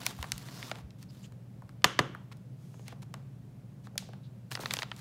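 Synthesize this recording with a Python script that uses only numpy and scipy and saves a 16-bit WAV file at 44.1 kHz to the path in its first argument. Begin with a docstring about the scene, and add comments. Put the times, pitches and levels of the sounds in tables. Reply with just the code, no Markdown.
"""Kitchen scale, button and bagged parts

A scale is turned on a bench, its button clicks down and up, and brass parts in plastic bags are picked up.
Shaped noise and random slips make the rustle and the slides of skin; dispersed pulses make snaps and taps.
The button is a contact pulse ringing case modes, with a thud; decaying low sines are the feet bumping.
A steady tone, a wavering drone and soft noise hum throughout; decaying noise is the small room's tail."""
import sys
import numpy as np
from scipy import signal
from scipy.fft import rfft, irfft
from scipy.io import wavfile
from scipy.ndimage import uniform_filter1d

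SR = 44100
rng = np.random.default_rng(int(sys.argv[2]) if len(sys.argv) > 2 else 0)


def unload_audio(sound):
    """Save the sound as a 16-bit wav file, at the path given as the first command line argument."""
    columns = np.transpose(np.atleast_2d(sound))
    # keep every value between -1 and 1, then stretch to whole-number steps
    steps = np.round(np.clip(columns, -1, 1) * 32767)
    wavfile.write(sys.argv[1], SR, steps.astype(np.int16))


N = 220573
TIME, BINS = np.arange(N) / SR, np.fft.rfftfreq(N, 1 / SR)
HIT_TIME = np.arange(4096) / SR
HIT_BINS = np.fft.rfftfreq(len(HIT_TIME), 1 / SR) + 1  # 1 Hz up, so that no bin is zero


def amp(db):
    """Decibels to gain."""
    return 10 ** (np.asarray(db) / 20)


def unit(x):
    """Scales to rms 1."""
    return x / np.sqrt(np.mean(x ** 2) + 1e-20)


def read(points, hz):
    """Reads a table on a log-frequency axis."""
    f, value = np.transpose(points)
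    return np.interp(np.log(hz + 1), np.log(f + 1), value)


def add(mix, start_s, sound):
    """Mixes a sound in at start_s."""
    part = mix[max(round(start_s * SR), 0):][:len(sound)]
    part += sound[:len(part)]


def colour(x, gain):
    """Filters a full-length signal by a gain per bin, to rms 1."""
    return unit(irfft(rfft(x) * gain, N))


def drift(rate_hz):
    """Random drift of rms 1, low-passed near rate_hz."""
    return colour(rng.standard_normal(N), np.exp(-(BINS / rate_hz) ** 2))


def pulse(gain):
    """The sharpest causal (minimum-phase) pulse with this spectrum, by folding the cepstrum."""
    cepstrum = irfft(np.log(np.maximum(gain, 1e-5)))
    half = len(cepstrum) // 2
    cepstrum[1:half] *= 2
    cepstrum[half + 1:] = 0
    return irfft(np.exp(rfft(cepstrum)))


def scatter(t60_s, slope):
    """Crowded modes as octave bands of decaying noise, the high ones dying sooner; equal energy per Hz."""
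    out, octave = 0, np.log2(HIT_BINS / 125)
    for k in range(8):
        band = np.cos(np.pi / 2 * np.clip(octave - k, -1, 1))
        band_t60_s = t60_s * 2 ** (-slope * (k - 3))  # t60_s holds at 1 kHz
        noise = irfft(rfft(rng.standard_normal(len(HIT_TIME))) * band)
        ring = noise * np.exp(-np.log(1000) * HIT_TIME / band_t60_s)
        out = out + ring / np.linalg.norm(ring) * np.sqrt(np.mean(band ** 2))
    return out


def hum():
    """Steady mains hum and a wavering drone (narrow-band noise) over soft room noise."""
    # room noise spectrum: (frequency [Hz], relative level [dB per Hz])
    floor_colour = [(15, -59), (25, -21), (87, -16), (102, -7.5), (123, -7), (157, -7), (190, -10.5),
                    (293, -19), (326, -23.5), (427, -25.5), (476, -27), (516, -26), (1040, -37.5),
                    (4030, -48), (16000, -55)]
    # drone: (frequency [Hz], level [dB], width [Hz])
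    drone = [(136.7, -53.5, 13), (189, -57, 23)]
    floor_db, mains_hz, mains_db = -52.5, 119.1, -52
    out = amp(floor_db) * colour(rng.standard_normal(N), amp(read(floor_colour, BINS)))
    out += amp(mains_db) * unit(np.sin(2 * np.pi * mains_hz * TIME))
    for hz, db, width_hz in drone:
        resonance = 1 / (1 + (2 * (BINS - hz) / width_hz) ** 2)
        out += amp(db) * colour(rng.standard_normal(N), resonance)
    return out


def shifting(x, patchy_db):
    """The film flexes, so its resonances come and go in patches of time and frequency."""
    z = signal.stft(x, SR, nperseg=256)[2]
    patches = uniform_filter1d(rng.standard_normal(z.shape), size=4, axis=0)
    patches = unit(uniform_filter1d(patches, size=6, axis=1))
    return signal.istft(z * amp(patchy_db * patches), SR, nperseg=256)[1][:N]


def stroke_level(start_s, length_s, release_s):
    """One stroke of rubbing: a quick grip, a slow swell as it presses harder, a short release."""
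    grip_s, swell_db_per_s = 0.0041, 13.5
    t = np.maximum(TIME - start_s, 0)
    held = np.minimum(t / grip_s, 1) * amp(swell_db_per_s * np.minimum(t, length_s))
    return held * np.exp(-np.clip((t - length_s) / release_s, 0, 20))


def rubbing():
    """Tiny slips of plastic merge into a rustle, duller or brighter from stroke to stroke."""
    # strokes, scale turned and bags lifted: (start [s], length [s], relative body level [dB], fizz above body [dB])
    rubs = [(0.0, 0.11, -49.5, -1), (0.052, 0.015, -55, 11), (0.12, 0.12, -63.5, 2.5),
            (0.176, 0.54, -58.5, -1), (0.736, 0.068, -55.5, -8.5), (0.982, 0.038, -71, 6),
            (1.096, 0.17, -71.5, 3.5), (4.506, 0.049, -56, 5), (4.599, 0.028, -52, 3.5),
            (4.633, 0.06, -55.5, 2), (4.698, 0.057, -50.5, 0.5), (4.756, 0.07, -57, 4),
            (4.85, 0.15, -68, -1), (4.965, 0.037, -61, 4)]
    # rustle spectrum: (frequency [Hz], relative level [dB per Hz])
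    rub_colour = [(120, -2), (250, 7), (500, 0), (1200, 1.5), (2200, -4), (4000, -2.5), (5500, -6),
                  (7200, -8), (9000, -11), (12000, -12), (16000, -15.5)]
    slips_per_s, slip_db, smooth = 1500, 2.0, 0.53  # smooth: share of plain noise
    split_hz, trim_db = 2700, -1
    body_release_s, fizz_release_s = 0.021, 0.012  # the fizz stops sooner than the body
    slip_size = amp(slip_db * np.minimum(rng.exponential(1, N), 4))
    slips = (rng.random(N) < slips_per_s / SR) * rng.choice([-1, 1], N) * slip_size
    drive = shifting(unit(slips) + smooth * rng.standard_normal(N), patchy_db=1.66)
    drive = drive * amp(1.0 * drift(91))  # flutter of 1 dB rms
    shape, low = amp(read(rub_colour, BINS)), 1 / (1 + (BINS / split_hz) ** 4)
    body_power, fizz_power = np.zeros((2, N))
    for start_s, length_s, db, fizz_db in rubs:
        body_power += (amp(db) * stroke_level(start_s, length_s, body_release_s)) ** 2
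        fizz_power += (amp(db + fizz_db) * stroke_level(start_s, length_s, fizz_release_s)) ** 2
    body = colour(drive, shape * low) * np.sqrt(body_power)
    fizz = colour(drive, shape * (1 - low)) * np.sqrt(fizz_power)
    return amp(trim_db) * (body + fizz)


def clicks(rows, t60_s, crowd_db, skirt_db, gain_db, bass_hz, lag_s):
    """A sharp push with a broad resonance, then milliseconds of crowded modes: (direct, into the room)."""
    direct, spread = np.zeros(N), np.zeros(N)
    # bending waves in a thin sheet carry the treble first; lag_s is the delay at 1 kHz
    bending = np.exp(-4j * np.pi * lag_s * np.sqrt(1000 * HIT_BINS))
    for start_s, db, hz, width_oct, treble_hz in rows:
        offset = np.log2(HIT_BINS / hz) / max(width_oct, .2)  # in resonance widths
        resonance = amp(-skirt_db * (np.sqrt(1 + offset ** 2) + 3.0))
        edges = (1 + (bass_hz / HIT_BINS) ** 2) * np.sqrt(1 + (HIT_BINS / treble_hz) ** 6)
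        push = irfft(rfft(pulse(resonance / edges)) * bending)
        modes = signal.fftconvolve(push, scatter(t60_s, 0.43))[:len(push)]
        click = push + amp(crowd_db) * modes
        size = amp(db + gain_db) * np.sqrt(.005 * SR)  # table levels are rms over 5 ms
        add(direct, start_s - lag_s / 2, size * click / np.linalg.norm(click))
        add(spread, start_s, size * push / np.linalg.norm(push))
    return np.array([direct, spread])


def creases():
    """Creases snap in the plastic, each a dispersed push of fixed width: (direct, into the room)."""
    # (time [s], relative level over 5 ms [dB], centre [Hz], treble corner [Hz])
    snap_table = [(0.065, -23, 1910, 18000), (0.2277, -33, 750, 18100), (0.3196, -26, 5500, 7800),
                  (0.38, -41.5, 7000, 12000), (0.4863, -44.5, 1600, 4170), (0.628, -37, 9900, 2560),
                  (0.7147, -29.5, 635, 5100), (4.515, -36, 895, 9800), (4.521, -37, 1600, 8900),
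                  (4.5528, -30.5, 3300, 5250), (4.6586, -28.5, 2600, 3620), (4.7087, -28, 3800, 4500),
                  (4.7167, -42, 4000, 5200), (4.7378, -26, 1970, 16000), (4.7687, -33, 1310, 7600),
                  (4.789, -30.5, 1290, 6450), (4.796, -43, 2200, 5500), (4.8212, -30.5, 3200, 3420),
                  (4.8304, -31.5, 1610, 4500), (4.9157, -33.5, 1900, 3500), (4.9644, -51.5, 6630, 11000)]
    width_oct = 2.12
    rows = [(start_s, db, hz, width_oct, treble_hz) for start_s, db, hz, treble_hz in snap_table]
    return clicks(rows, t60_s=0.018, crowd_db=5.5, skirt_db=15, gain_db=-1.5, bass_hz=290, lag_s=0.001287)


def finger_taps():
    """Fingers and parts touch scale and bench, each a push of its own width: (direct, into the room)."""
    # (time [s], relative level over 5 ms [dB], centre [Hz], width [octaves])
    tap_table = [(0.1877, -46.5, 950, 0.5), (0.2421, -39, 990, 1.04), (0.7561, -47.5, 1300, 1.35),
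                 (0.9063, -57.5, 2980, 0.99), (1.0279, -52, 2970, 1.6), (1.3224, -59, 500, 2.6),
                 (1.6212, -51, 860, 0.56), (1.6927, -54, 700, 2), (1.8208, -57.5, 2000, 1.1),
                 (2.149, -40.5, 1100, 0.63), (2.3154, -52.5, 1053, 0.8), (2.3235, -52.5, 1440, 1.5),
                 (2.3703, -65, 7000, 1.8), (2.742, -54, 620, 1.07), (2.7943, -52, 540, 1.23),
                 (2.8813, -44, 650, 3.1), (2.9243, -45.5, 526, 1.14), (3.0282, -52.5, 900, 1.36),
                 (3.1406, -40.5, 470, 2), (3.8709, -48.5, 620, 1.45), (3.9561, -47.5, 610, 0.7),
                 (3.9791, -28.5, 3800, 1.26), (4.0237, -50.5, 500, 0.84), (4.0897, -47.5, 503, 0.83),
                 (4.1341, -49.5, 749, 1.36), (4.5738, -40, 700, 1.14), (4.5925, -38.5, 444, 0.97),
                 (4.635, -40.5, 456, 1.4)]
    treble_hz = 15940
    rows = [(start_s, db, hz, width_oct, treble_hz) for start_s, db, hz, width_oct in tap_table]
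    return clicks(rows, t60_s=0.023, crowd_db=3.5, skirt_db=16.0, gain_db=0.5, bass_hz=310, lag_s=0.0013)


def bumps():
    """The scale rocks briefly on its soft rubber feet: low sines, softly started and decaying."""
    # (time [s], relative level [dB], frequency [Hz], t60 [s])
    bump_table = [(0.189, -31.5, 73, 0.1), (.325, -41, 60, 0.12), (0.834, -35.5, 69.4, 0.089)]
    gain_db, rise_s = 9, 0.014
    out, t = np.zeros(N), TIME[:SR // 2]
    for start_s, db, hz, t60_s in bump_table:
        level = amp(db + gain_db - 60 * t / t60_s) * (1 - np.exp(-t / rise_s))
        add(out, start_s, level * np.sin(2 * np.pi * hz * t))
    return out


def slides():
    """Skin hisses over case and bags: short strokes of band-passed noise."""
    # (start [s], length [s], level [dB], centre [Hz], width [Hz])
    slide_table = [(0.5, 0.22, -57, 5300, 1600), (1.021, 0.023, -61.5, 3180, 9000),
                   (1.084, 0.031, -63.5, 4840, 700), (1.146, 0.15, -73, 4600, 900),
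                   (1.222, 0.047, -64, 6950, 1800), (1.235, 0.029, -58.5, 3000, 1200),
                   (2.314, 0.02, -55.5, 2500, 8120), (2.541, 0.42, -70.5, 4970, 14000),
                   (2.701, 0.23, -73, 6590, 1200), (2.849, 0.096, -59, 2570, 5000),
                   (3.017, 0.0208, -57, 3020, 12000), (3.834, 0.04, -63.5, 2984, 10000),
                   (4.228, 0.056, -68, 3800, 1710), (4.506, 0.037, -55.5, 11000, 12100)]
    out = np.zeros(N)
    for start_s, length_s, db, hz, width_hz in slide_table:
        hiss = colour(rng.standard_normal(N), 1 / (1 + (2 * (BINS - hz) / width_hz) ** 2))
        stroke = signal.windows.tukey(int(length_s * SR), .5)
        add(out, start_s, amp(db) * hiss[:len(stroke)] * stroke)
    return out


def button():
    """The dome switch snaps, rings the case and thuds the scale on the bench: (direct, into the room)."""
    # down, then up: (time [s], level [dB], treble corner [Hz], bass corner [Hz], ring rise [s], thud level [dB])
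    presses = [(1.8429, 18, 4832, 995, 0.0004, -11), (1.9902, 14.5, 1960, 283, 0.00055, -8)]
    # plastic case modes: (frequency [Hz], relative level [dB], t60 [s])
    case_modes = [(279, -10, 0.056), (420, -18, 0.059), (569.3, -14.5, 0.035), (730, -14.5, 0.057),
                  (820, -15, 0.026), (984, -8, 0.037), (1196, -8.5, 0.035), (1764, 0.5, 0.014),
                  (2030, -6.5, .02), (2460, -7.5, .015), (2844, -9, 0.021), (3090, -3.5, 0.014),
                  (3570, -6, 0.021), (4430, -0.5, 0.012), (5050, -3.5, .012), (6100, -1.5, 0.0097),
                  (6790, -10, 0.018), (8000, -11.5, 0.0053), (8300, -13.5, .009), (12200, -12, 0.011)]
    # what the case radiates all round, into the room: (frequency [Hz], relative level [dB])
    heard_wide = [(100, -5.5), (330, 9.5), (780, -4), (1150, 4.5), (1850, 4), (2550, -2), (2950, 6),
                  (3300, 3.5), (3850, -4), (4800, -5.5), (6600, -2), (7400, -8), (11200, -6.5),
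                  (15000, -15.5)]
    ring_db, crowd_db, spread_db, air_hz = -23, -7, 3.0, 11000
    thud_hz, thud_t60_s, thud_rise_s, thud_lag_s = 145, 0.03, 0.0058, 0.01
    direct, spread, t = np.zeros(N), np.zeros(N), HIT_TIME
    for start_s, db, treble_hz, bass_hz, rise_s, thud_db in presses:
        modes = 0
        for k, (hz, mode_db, t60_s) in enumerate(case_modes):
            modes = modes + (-1) ** k * amp(mode_db - 60 * t / t60_s) * np.sin(2 * np.pi * hz * t)
        ring = amp(ring_db) * modes + amp(crowd_db) * scatter(0.039, .18)
        ring = ring * (1 - np.exp(-t / rise_s))
        softness = (1 + (HIT_BINS / treble_hz) ** 2) * (1 + (HIT_BINS / air_hz) ** 2)
        contact = 1 / np.sqrt(softness * (1 + (bass_hz / HIT_BINS) ** 2))
        add(direct, start_s, amp(db) * signal.fftconvolve(ring, pulse(contact)))
        add(spread, start_s, amp(db + spread_db) * pulse(contact * amp(read(heard_wide, HIT_BINS))))
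        thud_level = amp(thud_db - 60 * t / thud_t60_s) * (1 - np.exp(-(t / thud_rise_s) ** 2))
        add(direct, start_s + thud_lag_s, thud_level * np.sin(2 * np.pi * thud_hz * t))
    return np.array([direct, spread])


def room(x):
    """The diffuse tail of a small room: noise, each band dying at its own speed."""
    # decay: (frequency [Hz], t60 [s])
    room_t60 = [(150, .4), (500, 0.42), (1400, 0.41), (3700, 0.52), (10000, 0.26)]
    # tail spectrum: (frequency [Hz], relative level [dB])
    room_colour = [(60, -11), (150, 5), (500, 4), (1500, -1.5), (3200, -5.5), (7000, -3.5), (15000, -5)]
    wet_db, build_s = -18, 0.0023
    hz, t, z = signal.stft(rng.standard_normal(SR), SR, nperseg=256)
    tail_db = read(room_colour, hz)[:, None] - 60 * t / read(room_t60, hz)[:, None]
    tail = signal.istft(z * amp(tail_db), SR, nperseg=256)[1][:SR]
    tail *= 1 - np.exp(-(TIME[:SR] / build_s) ** 2)
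    return amp(wet_db) * signal.fftconvolve(x, tail / np.linalg.norm(tail))[:N]


def scene():
    """Scale and bench lie farther from the microphone than the bags, so they sound more of the room."""
    switch, switch_wide = button()
    taps, taps_wide = finger_taps()
    snaps, snaps_wide = creases()
    rustle = rubbing() + slides()
    echo = room(switch_wide + amp(4) * taps_wide + amp(-0.5) * (snaps_wide + rustle))
    return (switch + taps + snaps + rustle + bumps() + echo + hum())[None]


def record(dry):
    """The microphone sheds the deepest bass; then the band limit."""
    bass_hz, edge_hz = 46, 15800
    thin = signal.sosfilt(signal.butter(3, bass_hz, "highpass", fs=SR, output="sos"), dry)
    band_limit = signal.firwin(255, edge_hz, window=("kaiser", 9), fs=SR)
    return signal.oaconvolve(thin, band_limit[None], "same")


dry = scene()
out = record(dry)
unload_audio(out)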